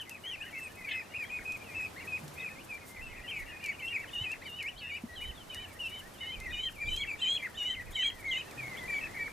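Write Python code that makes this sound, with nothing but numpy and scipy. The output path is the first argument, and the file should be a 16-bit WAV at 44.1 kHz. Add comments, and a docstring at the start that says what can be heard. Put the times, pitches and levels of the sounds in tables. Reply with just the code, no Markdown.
"""A huddle of ducklings peeps in a yard beside a coop; one straggler calls steadily in a two-toned voice.
Peeps are sines on bowed pitch lines with weak overtones; squeaks are steep arched chirps.
Feet and bills tick and rustle in dry straw (noise), knocked wood rings (decaying sines), the wall answers.
Far outdoor hiss lies under all, and light wind buffets the microphone ports (shaped noise)."""
import sys
import numpy as np
from scipy import signal
from scipy.fft import rfft, irfft, next_fast_len
from scipy.io import wavfile
from scipy.ndimage import uniform_filter1d, map_coordinates

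SR = 44100
rng = np.random.default_rng(int(sys.argv[2]) if len(sys.argv) > 2 else 0)


def ratio(d):
    """dB to gain"""
    e = np.asarray(d, float) / 20
    return 10 ** e


def log_audio(samples):
    """Write samples as a 16-bit WAV file to the path given in sys.argv[1]."""
    # one column per channel
    frames = np.atleast_2d(samples).T
    # limit to full scale, then quantise
    limited = np.clip(frames, -1, 1)
    pcm = np.round(limited * 32767).astype(np.int16)
    wavfile.write(sys.argv[1], SR, pcm)


N = 411012


def unit(x):
    """Scale to rms 1."""
    return x / np.sqrt(np.mean(x ** 2) + 1e-20)


def along(points, hz):
    """Read (Hz, value) points on a log frequency axis."""
    f, v = np.transpose(points)
    return np.interp(np.log(hz + 1), np.log(f + 1), v)


def wobble(knots_per_s, size=N):
    """A smooth random curve through normal random knots."""
    knots = rng.standard_normal(size // 50 + 4)
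    return map_coordinates(knots, [np.arange(size) * knots_per_s / SR])


def filtered(x, response):
    """Multiply the spectrum of x by a response of frequency."""
    m = next_fast_len(N + SR // 2)
    spectrum = rfft(x, m) * response(np.fft.rfftfreq(m, 1 / SR))
    return irfft(spectrum, m)[..., :N]


def hump(hz, centre_hz, octaves):
    """A bell of gain on a log frequency axis."""
    return np.exp(-.5 * (np.log2((hz + 1) / centre_hz) / octaves) ** 2)


def add(track, start_s, sound, pan_db):
    """Mix a sound into both channels; positive pan leans left."""
    first = round(start_s * SR)
    sound = sound[max(-first, 0):]
    seat = track[:, max(first, 0):][:, :len(sound)]
    seat += ratio([[pan_db / 2], [-pan_db / 2]]) * sound[:seat.shape[1]]


def flutter(size):
    """Gain of an unsteady voice: brief sags and a fast roughness that blurs the line."""
    sags = ratio(-2.6 * wobble(45, size) ** 2)
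    return sags * (1 + 0.21 * wobble(420, size))


def edges(length_s, swoop_hz, fall_hz, edge_s):
    """Position, pitch bend and swell of a call: faint swoop in, growth, pitch drop as the breath stops short."""
    stop_s = .016
    t = np.arange(-edge_s, length_s + stop_s, 1 / SR)
    before = np.clip(-t / edge_s, 0, 1)
    after = np.clip((t - length_s) / stop_s, 0, 1)
    grow = 1 - np.exp(-(t + edge_s) / edge_s)
    bend_hz = swoop_hz * before ** 2 - fall_hz * after ** 2
    swell = grow ** 0.7 * (1 - after) ** 0.67
    return np.clip(t / length_s, 0, 1), bend_hz, swell


# overtones of a peep: (multiple of pitch, mean level [dB])
OVERTONES = [(2, -26), (3, -26)]


def peep(track, start, end, first_hz, middle_hz, last_hz, db):
    """A whistle on a bowed pitch line with weak overtones; it hooks up into its first pitch."""
    swoop, fall, pan, *colour = rng.standard_normal(5)
    edge_s = 0.014
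    u, bend_hz, swell = edges(end - start, -300 * abs(np.tanh(swoop)), 620 + 150 * fall, edge_s)
    bowed_hz = np.polyval(np.polyfit([0, .5, 1], [first_hz, middle_hz, last_hz], 2), u)
    ragged_hz = (26 + 0.36 * abs(bend_hz)) * wobble(90.0, len(u))  # most at both ends
    phase = 2 * np.pi * np.cumsum(bowed_hz + bend_hz + ragged_hz) / SR
    tone = np.sin(phase)
    for (k, level), c in zip(OVERTONES, colour):
        tone = tone + ratio(level + 2 * c) * flutter(len(u)) ** 2 * swell ** 2 * np.sin(k * phase)
    add(track, start - edge_s, ratio(db + 8.5) * flutter(len(u)) * swell * tone, 1.3 + pan)


# gliding peeps: (start [s], end [s], entry pitch [Hz], exit pitch [Hz], relative level [dB])
GLIDES = [(-0.01, 0.019, 3540, 3050, -44), (0.114, 0.147, 2700, 2595, -49.5),
          (0.542, 0.589, 2290, 2135, -46), (0.391, 0.43, 2447, 2900, -45.5),
          (8.254, 8.369, 2267, 2065, -41.5), (5.363, 5.425, 3680, 3040, -57.5),
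          (1.653, 1.742, 2800, 2390, -56), (2.568, 2.611, 2130, 3000, -56.5),
          (0.85, 0.912, 2440, 2174, -44), (0.784, 0.855, 2290, 2026, -54.5), (3.271, 3.35, 2750, 2190, -57),
          (0.94, 0.992, 2130, 2090, -47.5), (1.456, 1.553, 2557, 2545, -43),
          (1.757, 1.856, 2676, 2545, -41.5), (2.083, 2.166, 2633, 2502, -42.5),
          (2.695, 2.768, 2590, 2360, -46.5), (2.97, 3.008, 2440, 2035, -51.5),
          (3.328, 3.409, 2470, 2230, -45.5), (3.331, 3.387, 2720, 2520, -47.5),
          (3.388, 3.43, 2080, 1937, -52), (3.64, 3.701, 2415, 2293, -42), (3.643, 3.709, 2915, 2520, -50.5),
          (3.755, 3.845, 2860, 2080, -52), (3.86, 3.886, 2780, 3230, -46.5),
          (3.834, 3.922, 2705, 2833, -42), (4.6, 4.624, 2885, 2250, -42.5),
          (4.647, 4.693, 2133, 2970, -42.5), (4.828, 4.885, 2640, 2740, -50.5),
          (5.803, 5.874, 2990, 2690, -42.5), (6.458, 6.51, 2077, 1944, -48),
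          (6.517, 6.596, 2500, 2466, -48.5), (6.807, 6.892, 2408, 2380, -41),
          (7.052, 7.108, 2475, 2250, -52), (7.086, 7.151, 2695, 2263, -42),
          (7.202, 7.28, 2810, 2450, -48.5), (7.366, 7.435, 2524, 2350, -49),
          (7.654, 7.721, 2370, 1930, -53), (7.77, 7.812, 2150, 1972, -47),
          (7.973, 8.023, 2310, 1980, -43.5), (8.025, 8.069, 2740, 2276, -44.5),
          (8.589, 8.687, 2460, 2202, -45.5), (8.708, 8.751, 2135, 2054, -50.5),
          (8.784, 8.86, 2164, 2016, -48.5), (8.884, 8.928, 2016, 1930, -45.5),
          (8.889, 8.984, 2417, 2274, -41), (8.997, 9.026, 3240, 2617, -45),
          (9.154, 9.221, 2250, 1904, -46.5)]
SAG_HZ, SAG_SHARE = 40, 0.203  # hang under the chord: fixed part, share of the pitch span


def glide(start, end, entry_hz, exit_hz, db):
    """A peep that slides from entry to exit and sags under the straight line between."""
    sag_hz = SAG_HZ + SAG_SHARE * abs(entry_hz - exit_hz)
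    return start, end, entry_hz, (entry_hz + exit_hz) / 2 - sag_hz, exit_hz, db


# bowed peeps: (start [s], end [s], middle pitch [Hz], exit pitch [Hz], relative level [dB])
BOWS = [(0.248, 0.347, 3170, 2650, -46), (0.558, 0.667, 2638, 2506, -47.5),
        (0.915, 1.005, 2584, 2527, -43.5), (1.149, 1.24, 2513, 2260, -43.5),
        (1.308, 1.382, 2493, 2450, -44), (1.329, 1.444, 2220, 2140, -55), (2.387, 2.479, 2555, 2413, -45),
        (3.021, 3.084, 2713, 2524, -50), (3.286, 3.318, 3130, 2730, -44.5), (3.526, 3.602, 2430, 2520, -52),
        (3.69, 3.717, 2270, 2012, -43.5), (3.94, 3.964, 2510, 2254, -36.5),
        (3.979, 4.036, 2266, 1990, -45.5), (4.242, 4.331, 2480, 2710, -42.5),
        (4.889, 4.973, 2273, 2730, -45.5), (6.21, 6.318, 2136, 2040, -51.5),
        (6.407, 6.466, 2060, 2130, -48.5), (7.003, 7.04, 2260, 2200, -43), (7.43, 7.463, 2150, 1960, -42),
        (8.365, 8.415, 2530, 2625, -47), (9.021, 9.06, 2650, 2540, -43), (9.175, 9.27, 2306, 2200, -42)]
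ARCH_ENTRY, DIP_ENTRY = 0.318, 0.926  # entry pitch, as share of the way from middle to exit


def bow(start, end, middle_hz, exit_hz, db):
    """A peep that arches and falls away, or dips and climbs back."""
    share = ARCH_ENTRY if exit_hz < middle_hz else DIP_ENTRY
    return start, end, middle_hz + share * (exit_hz - middle_hz), middle_hz, exit_hz, db


def huddle():
    """The loud peeps, with faint short ones from birds further back scattered around the calls."""
    track = np.zeros((2, N))
    for row in [*(glide(*g) for g in GLIDES), *(bow(*b) for b in BOWS)]:
        peep(track, *row)
    call_starts = [row[0] for row in [*GLIDES, *BOWS, *STRAGGLER]]
    for who, when, life, pitch, slide, size in rng.random((250, 6)):
        exit_hz = 1850 + 950 * pitch ** 2.5
        other_hz = exit_hz + 900 * (slide - .25)  # entry of a glide, middle of a bow
        start = call_starts[int(who * len(call_starts))] + .7 * (when - .4)
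        end = start + 0.0122 + .06 * life ** 2
        shape = glide if pitch * size < who * when else bow
        peep(track, *shape(start, end, other_hz, exit_hz, -65 + 11 * size))
    return track


# quick arched squeaks: (middle [s], length [s], crest pitch [Hz], relative level [dB])
SQUEAKS = [(0.917, 0.073, 3080, -35), (1.988, 0.061, 2170, -43), (4.45, 0.071, 2364, -41),
           (5.23, 0.058, 2445, -42.5), (8.79, 0.053, 3460, -44), (1.166, 0.052, 2780, -39),
           (0.7, 0.065, 3000, -58), (3.81, 0.0395, 3100, -44), (8.962, 0.07, 3500, -52),
           (2.405, 0.05, 3750, -51), (4.795, 0.046, 4500, -49), (0.648, 0.05, 8700, -50.5)]


def squeaks():
    """Steep up-and-down chirps, octave strong near 4540 Hz; fast tremble splits the loudest into stacked lines."""
    track = np.zeros((2, N))
    for middle_s, length_s, crest_hz, db in SQUEAKS:
        u = np.arange(0, 1, 1 / (length_s * SR))
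        tremble_phase = 2 * np.pi * 420 * length_s * u + 2.4 * wobble(130, len(u))
        tremble_rad = 1.2 * (db > -39) * np.sin(tremble_phase)
        arch_hz = crest_hz * (1 - .3 * (2 * u - 1) ** 2)
        phase = 2 * np.pi * np.cumsum(arch_hz) / SR + tremble_rad
        octave = ratio(-2.0) * hump(2 * crest_hz, 4540, 0.037) * np.sin(2 * phase)
        swell = np.sqrt(np.sin(np.pi * u))
        chirp = ratio(db) * flutter(len(u)) * swell * (np.sin(phase) + octave)
        add(track, middle_s - length_s / 2, chirp, 1)
    return track


# straggler calls: (start [s], end [s], entry pitch [Hz], dip pitch [Hz], relative level [dB])
STRAGGLER = [(4.135, 4.246, 2935, 2813, -44), (4.461, 4.618, 3030, 2814, -53),
             (4.803, 4.969, 3050, 2770, -53.5), (5.158, 5.301, 3330, 2880, -49.5),
             (5.497, 5.645, 3110, 2860, -50.5), (5.854, 5.999, 3150, 2885, -51.5),
             (6.206, 6.345, 2980, 2890, -49), (6.529, 6.678, 2950, 2880, -42.5),
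             (6.889, 7.025, 3070, 3024, -40.5), (7.219, 7.368, 3120, 3032, -37.5),
             (7.575, 7.743, 3030, 2800, -40.5), (7.953, 8.095, 3120, 2966, -38.5),
             (8.311, 8.407, 3330, 2790, -40.5)]
# two tones and their sums: (multiple of low tone, multiple of high tone, relative level [dB])
TWO_TONES = [(1, 0, 3), (0, 1, -14), (2, 0, -25.5), (1, 1, -26.5), (0, 2, -29)]
CLIMB_HZ, CLIMB_HZ_PER_DB, EFFORT_DB = 259, 10, -42  # dip to crest, more in louder calls; middling level


def straggler():
    """Both sides of the voice box sound, about 810 Hz apart; their sums appear as high lines."""
    track = np.zeros((2, N))
    lead_s = .035  # the high tone climbs in this early
    for start, end, first_hz, dip_hz, db in STRAGGLER:
        effort_db = db - EFFORT_DB
        crest_hz = dip_hz + CLIMB_HZ + CLIMB_HZ_PER_DB * effort_db
        # loud calls plunge further
        u, bend_hz, swell = edges(end - start, -900, 900 * ratio(effort_db / 2), lead_s)
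        knots_hz = np.interp(u, [0, .28, .78], [first_hz, dip_hz, crest_hz])
        base_hz = uniform_filter1d(knots_hz, SR // 60) + 30 * wobble(103.9, len(u))
        low_hz = base_hz + bend_hz * (u > .5)  # plunges out
        step_hz = 810 + 40 * wobble(41.0, len(u))
        swoop_hz = bend_hz * (u < .5) * (1 + 0.603 * wobble(305, len(u)))  # ragged on its way in
        low = 2 * np.pi * np.cumsum(low_hz) / SR
        high = 2 * np.pi * np.cumsum(base_hz + step_hz + swoop_hz) / SR
        late = uniform_filter1d(1. * (u > 0), SR // 100)  # the low tone joins after the lead
        spent = np.sqrt(1 - u ** 10)  # the high tone gives out first
        voice = 0
        for a, b, level in TWO_TONES:
            gain = ratio(level + (a + b - 1) * effort_db) * flutter(len(u)) ** (a + b)
            voice = voice + gain * late ** a * spent ** (b + a // 2) * np.sin(a * low + b * high)
        swell = np.where(u < .5, np.sqrt(swell), swell)
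        add(track, start - lead_s, ratio(db + 8.0) * swell * voice, .3)
    return track


# ticks in the straw: (time [s], relative level [dB])
TICKS = [(0.095, -48.5), (1.521, -51.5), (2.28, -51.5), (3.641, -51), (3.661, -48), (4.317, -50.5),
         (4.627, -49.5), (5.5458, -48), (6.9637, -47.5), (6.401, -51.5), (8.5107, -54)]
# longer rustles in the straw: (middle [s], level before the filter [dB])
RUSTLES = [(2.89, -50.5)]


def straw():
    """Sharp decaying noise ticks, and a bright noise rustle that comes in clumps."""
    track, t = np.zeros((2, N)), np.arange(SR // 25) / SR
    for s, db in TICKS:
        add(track, s, ratio(db + 14.5) * np.exp(-t / 0.0029) * rng.standard_normal(len(t)), .4)
    clumps = ratio(np.minimum(2.5 * wobble(5) + 7 * wobble(70), 16))
    shuffles = sum(ratio(db) * np.exp(-((np.arange(N) / SR - s) / 0.028) ** 2) for s, db in RUSTLES)
    rustle = (ratio(-63.0) * unit(clumps) + shuffles) * rng.standard_normal(N)
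    ticks = filtered(track, lambda hz: hump(hz, 4600, 1.2))
    return ticks + filtered(rustle, lambda hz: hump(hz, 10000, 1))


# knocks on hollow wood: (time [s], level before the soft onset [dB], pitch [Hz], t60 [s])
KNOCKS = [(2.229, -40, 148, 0.47), (5.037, -26, 233, 0.059), (8.569, -44, 128, 0.66),
          (4.212, -32.5, 110, 0.08)]


def wood():
    """Each knock rings one hollow low mode that decays exponentially."""
    track, t = np.zeros((2, N)), np.arange(SR // 2) / SR
    for s, db, hz, t60_s in KNOCKS:
        onset = 1 - np.exp(-t / 0.002)
        add(track, s, ratio(db - 60 * t / t60_s) * onset * np.sin(2 * np.pi * hz * t), -.3)
    return track


def wall(x):
    """A short diffuse answer of the coop wall and yard: decaying noise convolved with the mono sum."""
    t = np.arange(SR // 3) / SR
    tail = rng.standard_normal((2, len(t))) * ratio(-60 * t / 0.14) * (t > .004)
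    tail += 0.93 * tail[0]  # the answer comes mostly from the front
    return signal.fftconvolve(x.mean(0)[None], tail / np.linalg.norm(tail[0]), axes=1)[:, :N]


# far hiss spectrum: (frequency [Hz], relative level [dB per Hz])
HISS = [(35, -27), (75, 0.5), (830, -4.5), (3890, -17), (11500, -23.5), (12900, -21), (14600, -37)]
# far hiss likeness: (frequency [Hz], left-right correlation [-1 to 1])
ALIKE = [(80, 0.96), (800, 0.02), (3000, 0.43)]


def hiss():
    """Far leaves and traffic: smooth noise, least alike left and right in the middle range."""
    def mid_side(hz):
        turn_rad = np.arccos(np.clip(along(ALIKE, hz), -1, 1)) / 2
        return ratio(along(HISS, hz)) * [np.cos(turn_rad), np.sin(turn_rad)]

    mid, side = filtered(rng.standard_normal((2, N)), mid_side)
    return ratio(-51 + 1.4 * wobble(2.067)) * unit(np.array([mid + side, mid - side]))


# gusts on the ports: (middle [s], relative level [dB])
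GUSTS = [(3.1, -50), (3.451, -49.5), (5.23, -50.5), (6.5, -44), (6.94, -42), (7.87, -48)]


def wind():
    """Low turbulence in gusts over a rising breeze, partly unlike per port, stronger right; a faint drone."""
    t = np.arange(N) / SR
    breeze = ratio(-68 + 1.1 * t + 3 * wobble(4.8))
    blow = breeze + sum(ratio(db) * np.exp(-((t - s) / 0.09) ** 2) for s, db in GUSTS)
    shared, left, right = [ratio(4.6 * wobble(20)) * rng.standard_normal(N) for _ in range(3)]
    ports = shared + 0.9 * np.array([left, right])
    lumps = filtered(ports, lambda hz: hump(hz, 35.6, 0.96) + 0.06 * hump(hz, 290, 0.92))
    drone_level = ratio(-63.0 + 2.8 * wobble(2.96))
    drone = drone_level * np.sin(2 * np.pi * np.cumsum(89 + 4 * wobble(4.9)) / SR)
    return blow * ratio([[-2.5], [2.5]]) * unit(lumps) + drone


def scene():
    """Birds, straw and wood in front of the wall, in hiss and wind."""
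    near = huddle() + squeaks() + straggler() + straw() + wood()
    return near + ratio(-8) * wall(near) + hiss() + wind()


def band_limit(x):
    """A steep low-pass at the top of the band."""
    return signal.sosfilt(signal.butter(12, 15080, fs=SR, output="sos"), x)


GAP_HZ, GAP_WIDTH_HZ, TOP_HZ = 11640, 400, 14650


def record(dry):
    """A narrow gap in the treble, nearly mono above it, nothing over the band limit."""
    mid_side = np.array([dry[0] + dry[1], dry[0] - dry[1]]) / 2
    mid, side = filtered(mid_side, lambda hz: (abs(hz - GAP_HZ) > GAP_WIDTH_HZ / 2) & (hz < TOP_HZ))
    side = filtered(side, lambda hz: np.where(hz < GAP_HZ, 1, .15))
    return band_limit(np.array([mid + side, mid - side]))


dry = scene()
out = record(dry)
log_audio(out)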